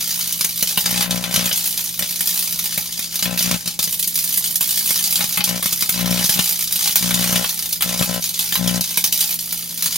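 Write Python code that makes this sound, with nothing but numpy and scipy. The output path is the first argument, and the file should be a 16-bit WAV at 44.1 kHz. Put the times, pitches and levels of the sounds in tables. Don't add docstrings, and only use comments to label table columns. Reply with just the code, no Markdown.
import sys
import numpy as np
from scipy import signal
from scipy.fft import rfft, irfft
from scipy.io import wavfile
from scipy.ndimage import uniform_filter1d

SR = 44100
rng = np.random.default_rng(int(sys.argv[2]) if len(sys.argv) > 2 else 0)


def unload_wav(signal):
    wavfile.write(
        sys.argv[1],
        SR,
        np.round(np.clip(np.atleast_2d(signal).T, -1, 1) * 32767).astype(np.int16),
    )


N = 439677
TIME_S = np.arange(N) / SR

# (time [s], relative level [dB], treble gain [dB])
ARC_LEVELS = [(0.0, -15, 1.5), (0.55, -23, 3), (1.0, -13, -0.5), (1.2, -19.5, 0), (1.4, -15.5, 1.5),
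              (1.66, -16, 3), (1.97, -24, 2.5), (2.3, -16, 4), (3.1, -23, 0), (3.45, -13.5, 1),
              (3.62, -26, -4), (3.9, -21, 5.5), (5.0, -14.5, 4), (5.5, -20.5, 1), (6.1, -16.5, 2),
              (6.34, -13, 2.5), (6.66, -21, 3), (6.85, -14, 1.5), (7.39, -15, 3.5), (7.7, -22, 3),
              (7.85, -16, 1.5), (8.94, -19, 1), (9.3, -14, 3.5), (9.5, -24, 4.5), (9.97, -18, 2)]
# (time [s], upper band [dB], low band [dB], thump [dB])
CRACKS = [(0.324, -13, -29, -60), (0.409, -5, 2, -35), (0.445, -4.5, 1.5, -36), (0.625, -3, 4, -27),
          (0.6724, -11.5, -14, -46), (0.7743, -3.5, 10.5, -26), (0.859, -5.5, 5.5, -35),
          (0.91, -12, -15, -32), (1.108, -8, -17, -45), (1.2392, -11.5, 3.5, -31), (1.3403, -5, 5, -26),
          (1.36, -3, 6.5, -24.5), (1.5114, -20, 4.5, -37), (1.5272, -9, -22, -33), (1.9918, -7, 1, -37),
          (2.0232, -8.5, 0.1, -32), (2.2063, -7.5, -1, -41), (2.273, -8, -8, -51), (2.7759, -7.5, 4, -28.5),
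          (2.9916, -11, -8, -37), (3.1556, -9, -10, -58), (3.225, -5, 2, -31), (3.2556, -12.5, 3.3, -41),
          (3.3744, -10, -2, -39), (3.407, -17, 0, -30), (3.5114, -5, 4.5, -22), (3.658, -11.5, -6, -36),
          (3.675, -8, -5, -31), (3.7907, -4.5, 2, -31.5), (3.826, -7.5, -4, -52), (3.8396, -8.5, -7, -43),
          (3.8744, -13, -5, -35.5), (3.925, -14.5, -19, -54), (3.994, -10, -17, -54),
          (4.026, -8.5, -22, -46), (4.043, -12, -24, -50), (4.074, -10.5, -27, -48), (4.1552, -8, -24, -57),
          (4.188, -9, -15, -56), (4.556, -10.5, -30, -58), (4.608, -6.5, 2.2, -38), (4.905, -6.5, 2, -30),
          (5.0392, -8.5, -18, -36), (5.1246, -9.5, -2, -46), (5.1556, -4.5, -18, -45),
          (5.207, -6.5, 6, -32), (5.2402, -7.5, 1, -28), (5.3729, -5, 8, -44), (5.4058, -13, 7, -31),
          (5.44, -5, -28, -33), (5.4898, -7.5, -4, -36), (5.6256, -8, 4.5, -42), (5.6577, -6, 4.5, -26),
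          (5.726, -8, -25, -33), (5.8224, -6, 2.5, -30), (5.892, -4, 4, -33), (6.2413, -9, -18, -29),
          (6.293, -2, 4.5, -26.5), (6.3904, -5, 8, -19.5), (6.8918, -14, -1.5, -37),
          (6.9562, -0.5, 7.5, -44), (7.1422, -6.5, -17, -25.5), (7.2395, -15, -16, -35),
          (7.3572, -14, -3, -28), (7.443, -17, 5.5, -35.5), (7.7268, -8.5, -21, -53),
          (7.8078, -13, 2.5, -48), (7.8219, -2.5, 7.5, -59), (8.0094, -27, -18, -22),
          (8.2217, -22, -25, -56), (8.3435, -25, -24, -57), (8.391, -7, -8, -52), (8.523, -9, 4, -49),
          (8.554, -5.5, 7.5, -41), (8.6747, -7.5, -8, -32), (8.8083, -7, -9, -36), (8.9729, -1.5, 8.5, -32),
          (9.0403, -3, -3, -34), (9.1243, -5, -17, -56), (9.2084, -21, -19, -56), (9.3893, -13, -25, -61),
          (9.5235, -10.5, -5, -44), (9.823, -7, -2.5, -52), (9.8583, -5, 1, -38)]
# (strike time [s], length [s], level change reached [dB])
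LULLS = [(0.405, 0.082, 1.5), (0.62, 0.08, 3.5), (0.785, 0.028, -9), (0.85, 0.063, -2.5),
         (1.1, 0.079, -18.5), (1.312, 0.15, -9), (2.195, 0.1, -4.5), (3.224, 0.035, 0), (3.375, 0.07, -10),
         (3.788, 0.06, -17), (3.977, 0.037, -4), (4.144, 0.16, -5.5), (4.6, 0.092, -15), (5.155, 0.02, -7),
         (5.445, 0.044, -22), (5.627, 0.05, -10), (5.887, 0.035, -8), (6.058, 0.045, -14),
         (6.947, 0.027, -11), (7.804, 0.044, -19), (8.213, 0.066, -8.5), (8.33, 0.075, -13),
         (7.724, 0.055, -4), (8.506, 0.08, -7), (9.038, 0.04, -8), (8.664, 0.081, -6.5), (8.812, 0.04, -35),
         (9.119, 0.04, -10), (9.397, 0.057, -27), (9.832, 0.38, -3), (3.307, 0.054, -8), (1.23, 0.064, 1),
         (2.986, 0.28, -1.5), (5.823, 0.065, 1)]
# (frequency [Hz], relative density [dB])
SPARK_SPECTRUM = [(180, -36.5), (300, -26.5), (762, -22.5), (828, -22), (1060, -22.5), (1320, -21),
                  (2170, -11.5), (2930, -12), (3400, -3), (4830, -0.5), (7690, -4), (12900, -3.5),
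                  (16000, -7)]
# (start [s], length [s], buzz level [dB], drift over length [dB], upper harmonic gain [dB])
PLASMA_BALLS = [(0.805, 0.56, -25, -7.5, -4.5), (1.347, 0.17, -27.5, -6.5, 2), (1.996, 0.076, -29.5, -6, 7),
                (3.24, 0.14, -23, -3.5, 0.5), (3.426, 0.15, -25.5, 4.5, -3.5), (5.165, 0.1, -31, -9, -13),
                (5.373, 0.058, -20.5, -4, -14), (5.449, 0.15, -31, 10, 0.5), (5.929, 0.33, -21.5, -1, -3.5),
                (6.348, 0.086, -24, -1, -5), (7.006, 0.33, -24, -5.5, -5), (7.296, 0.17, -19.5, -10.5, 3),
                (7.831, 0.17, -24, -6.5, 1.5), (7.996, 0.065, -18.5, -6, 2.5), (8.071, 0.14, -23.5, 0.1, 4),
                (8.579, 0.25, -18.5, -5, -3.5)]
# (mains harmonic [1], relative level [dB])
BUZZ_HARMONICS = [(1, -10.5), (2, -4), (3, 6.5), (4, -4), (5, -12.5), (6, -24.5), (7, -28.5), (8, -14),
                  (9, -8.5), (10, -9.5), (11, -10.5), (12, -15.5), (13, -15.5), (14, -18.5), (15, -66),
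                  (16, -21), (17, -12.5), (18, -34), (19, -26), (20, -42), (21, -47), (22, -15), (23, -20),
                  (24, -47), (25, -21), (26, -18), (27, -38), (28, -22), (29, -51), (30, -31), (31, -34),
                  (32, -18), (33, -29)]
# (frequency [Hz], width [Hz], gain [dB])
CAVITY_MODES = [(829.6, 18.6, 12), (1056, 16, 8.5), (1330, 130, 7), (1570, 7.1, 7), (2211, 51, 6),
                (2610, 115, 6), (2984, 173, 8), (3750, 94, 2), (4820, 210, 3), (6135, 290, 4.5)]
# (frequency [Hz], T60 [s])
CAVITY_DECAY = [(300, 0.086), (2000, .11), (6000, 0.12), (14000, 0.12)]
# (frequency [Hz], rms level [dB])
FAN_TONES = [(120, -56.5), (170.3, -45), (240, -60.5), (511, -64), (600, -65), (720, -75)]
# (frequency [Hz], relative density [dB])
AIR_SPECTRUM = [(15, -83), (25, -3), (117, -5.5), (171, -2.5), (218, -2), (381, -13.5), (1190, -26.5),
                (1350, -38), (1490, -59), (3000, -10.5), (3900, -64), (6600, -120)]
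# (frequency [Hz], left minus right [dB])
PORT_BALANCE = [(60, 11), (180, 11.5), (550, 10.5), (1650, 8), (4970, 1.0), (15000, -4)]

MAINS_HZ = 60.0


def arc():
    cycles = TIME_S * MAINS_HZ
    cycle, phase = cycles.astype(int), cycles % 1
    strength, lateness, low_spread, treble_spread = rng.standard_normal((cycle[-1] + 1, 4)).T[:, cycle]
    strike_phase, quench_phase = 0.375 + 0.045 * abs(lateness), 0.93
    gate = np.clip((phase - strike_phase) / 0.09, 0, 1) * np.clip((quench_phase - phase) / 0.28, 0, 1)
    gate += 0.25
    knots_s, level_db, treble_db = np.transpose(ARC_LEVELS)
    level_db, treble_db = np.interp(TIME_S, knots_s, level_db), np.interp(TIME_S, knots_s, treble_db)
    lull_db = starving_db(TIME_S)
    upper_level = gain_of(level_db + 2.4 * strength + lull_db) * gate
    ball = np.max([ball_growth(TIME_S, start_s, length_s) for start_s, length_s, *_ in PLASMA_BALLS], 0)
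    low_db = 3.5 + (7 - 0.35 * lull_db) * ball - 0.4 * treble_db
    low_level = upper_level * gain_of(low_db + 1.5 * low_spread)
    treble_db += (-3.5 - 0.3 * lull_db) * ball + 1.8 * treble_spread
    sparks = unit_rms(rng.standard_normal(N) * gain_of(2.72 * np.minimum(rng.exponential(1, N), 6)))
    sparks = unit_rms(coloured(sparks, lambda hz: curve_at(SPARK_SPECTRUM, hz)))
    low = signal.sosfilt(signal.butter(2, 2500, fs=SR, output="sos"), sparks)
    treble = signal.sosfilt(signal.butter(2, 8000, "high", fs=SR, output="sos"), sparks)
    upper = sparks - low + treble * (gain_of(treble_db) - 1)
    upper_crack, low_crack = crack_envelopes()
    return np.hypot(upper_level, upper_crack) * upper + np.hypot(low_level, low_crack) * low


def crack_envelopes(rise_s=0.00064, fall_s=0.0055):
    at_s, upper_db, low_db, _ = np.transpose(CRACKS)
    age_s = np.arange(700) / SR
    flare = (1 - np.exp(-age_s / rise_s)) * np.exp(-(age_s / fall_s) ** 2)
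    return [signal.oaconvolve(impulses(at_s, gain_of(db)), flare)[:N] for db in (upper_db, low_db)]


def starving_db(time_s):
    return sum(np.interp(time_s, [strike_s - length_s, strike_s], [0, change_db], 0, 0)
               for strike_s, length_s, change_db in LULLS)


def plasma(edge_db=-15.5, sharpen_db_per_s=18, sputter_db=2.5, null_hz=390):
    pulse_s = (np.arange(int(N / SR * MAINS_HZ)) + 0.765) / MAINS_HZ
    count = len(pulse_s)
    low, upper = np.zeros((2, count))
    for start_s, length_s, buzz_db, drift_db, upper_db in PLASMA_BALLS:
        grown = ball_growth(pulse_s, start_s, length_s)
        age_s = np.clip(pulse_s - start_s, 0, length_s)
        buzz = (grown > 0) * gain_of(buzz_db + drift_db * age_s / length_s + edge_db * (1 - grown))
        low += buzz
        upper += buzz * gain_of(upper_db + sharpen_db_per_s * age_s)
    arc_db = np.interp(pulse_s, *np.transpose(ARC_LEVELS)[:2]) + starving_db(pulse_s)
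    low += gain_of(arc_db - 36 + 5 * rng.standard_normal(count))
    wobble = gain_of(1.1 * rng.standard_normal((count, 2)).T)
    wobble *= gain_of(sputter_db * unit_rms(uniform_filter1d(rng.standard_normal(count), size=3)))
    harmonics = [(k * MAINS_HZ, db) for k, db in BUZZ_HARMONICS]
    colour_db = lambda hz: curve_at([(45, -67)] + harmonics + [(2500, -32), (5000, -29)], hz)
    train_rms = np.std(coloured(impulses(pulse_s, np.ones(count)), colour_db))
    hz = np.fft.rfftfreq(N, 1 / SR)
    low_spectrum, upper_spectrum = (rfft(impulses(pulse_s, sizes)) for sizes in wobble * [low, upper])
    spectrum = np.where(hz < null_hz, low_spectrum, -upper_spectrum)
    pulses = irfft(spectrum * gain_of(colour_db(hz)), N)
    crack_s, _, _, thump_db = np.transpose(CRACKS)
    thumps = coloured(impulses(crack_s, gain_of(thump_db)), colour_db)
    return (pulses + thumps) / train_rms


def ball_growth(time_s, start_s, length_s, collapse_s=0.042):
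    grow_s = 0.01 + 0.1 * length_s
    return np.clip(np.minimum((time_s - start_s) / grow_s, (start_s + length_s - time_s) / collapse_s), 0, 1)


def cavity(source, wet_db=0.5, places=4):
    direct = coloured(source, lambda hz: sum(bell_db(hz, *mode) for mode in CAVITY_MODES))
    taps = np.zeros((places, 3, SR // 4))
    slots = np.arange(20, SR // 4 - 10, 10)
    shape = (places, 3, len(slots))
    np.put_along_axis(taps, slots + rng.integers(0, 10, shape), rng.choice([-1., 1.], shape), 2)
    hz, age_s, bands = signal.stft(taps, SR, nperseg=128)
    decay = gain_of(-60 * age_s / curve_at(CAVITY_DECAY, hz)[:, None])
    tails = signal.istft(bands * decay, SR, nperseg=128)[1]
    place = rng.integers(0, places, N)[(TIME_S * MAINS_HZ).astype(int)]
    wet = np.zeros((2, N))
    for k, tail in enumerate(tails):
        response = tail[0] + tail[1:]
        response /= np.linalg.norm(response[0])
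        wet += signal.oaconvolve((direct * (place == k))[None], response, axes=1)[:, :N]
    return direct + gain_of(wet_db) * wet


def fan(waver_db=0.43, shared_air_db=-50.5):
    waver = unit_rms(uniform_filter1d(uniform_filter1d(rng.standard_normal(N), 9000), 9000))
    tones = sum(np.sqrt(2) * gain_of(db + waver_db * waver) * np.sin(2 * np.pi * (hz * TIME_S + rng.random()))
                for hz, db in FAN_TONES)
    shared, left, right = (unit_rms(coloured(noise, lambda hz: curve_at(AIR_SPECTRUM, hz)))
                           for noise in rng.standard_normal((3, N)))
    return tones + gain_of(shared_air_db) * (shared + 0.86 * np.array([left, right]))


def gain_of(db):
    return 10 ** (np.asarray(db) / 20)


def unit_rms(x):
    return x / np.sqrt(np.mean(x ** 2) + 1e-20)


def curve_at(points, hz):
    knots_hz, values = np.transpose(points)
    return np.interp(np.log(hz + 1), np.log(knots_hz + 1), values)


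def bell_db(hz, centre_hz, width_hz, peak_db):
    return peak_db / (1 + (2 * (hz - centre_hz) / width_hz) ** 2)


def coloured(x, db_at, size=8192):
    hz = abs(np.fft.fftfreq(size, 1 / SR))
    log_gain = np.log(gain_of(np.maximum(db_at(hz), -100)))
    taps = np.fft.ifft(np.exp(log_gain - 1j * signal.hilbert(log_gain).imag)).real[:size // 2]
    return signal.oaconvolve(x, taps)[:N]


def impulses(at_s, sizes):
    return np.bincount(np.round(np.asarray(at_s) * SR).astype(int), sizes, N + SR)[:N]


def scene():
    return gain_of(-3.5) * cavity(arc()) + plasma() + fan()


def record(dry, limit_hz=15900):
    def port_db(hz, side):
        imbalance_db = -20 * np.log10(0.5 + 0.5 * gain_of(-side * curve_at(PORT_BALANCE, hz)))
        return imbalance_db + bell_db(hz, centre_hz=7920, width_hz=300, peak_db=-8.5)

    ports = [coloured(x, lambda hz: port_db(hz, side)) for x, side in zip(dry, (1, -1))]
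    saturated = 1.094 * np.tanh(np.array(ports) / 1.187)
    lowpass = signal.firwin(511, limit_hz, window=("kaiser", 9), fs=SR)
    return signal.oaconvolve(saturated, lowpass[None], "same")


dry = scene()
out = record(dry)
unload_wav(out)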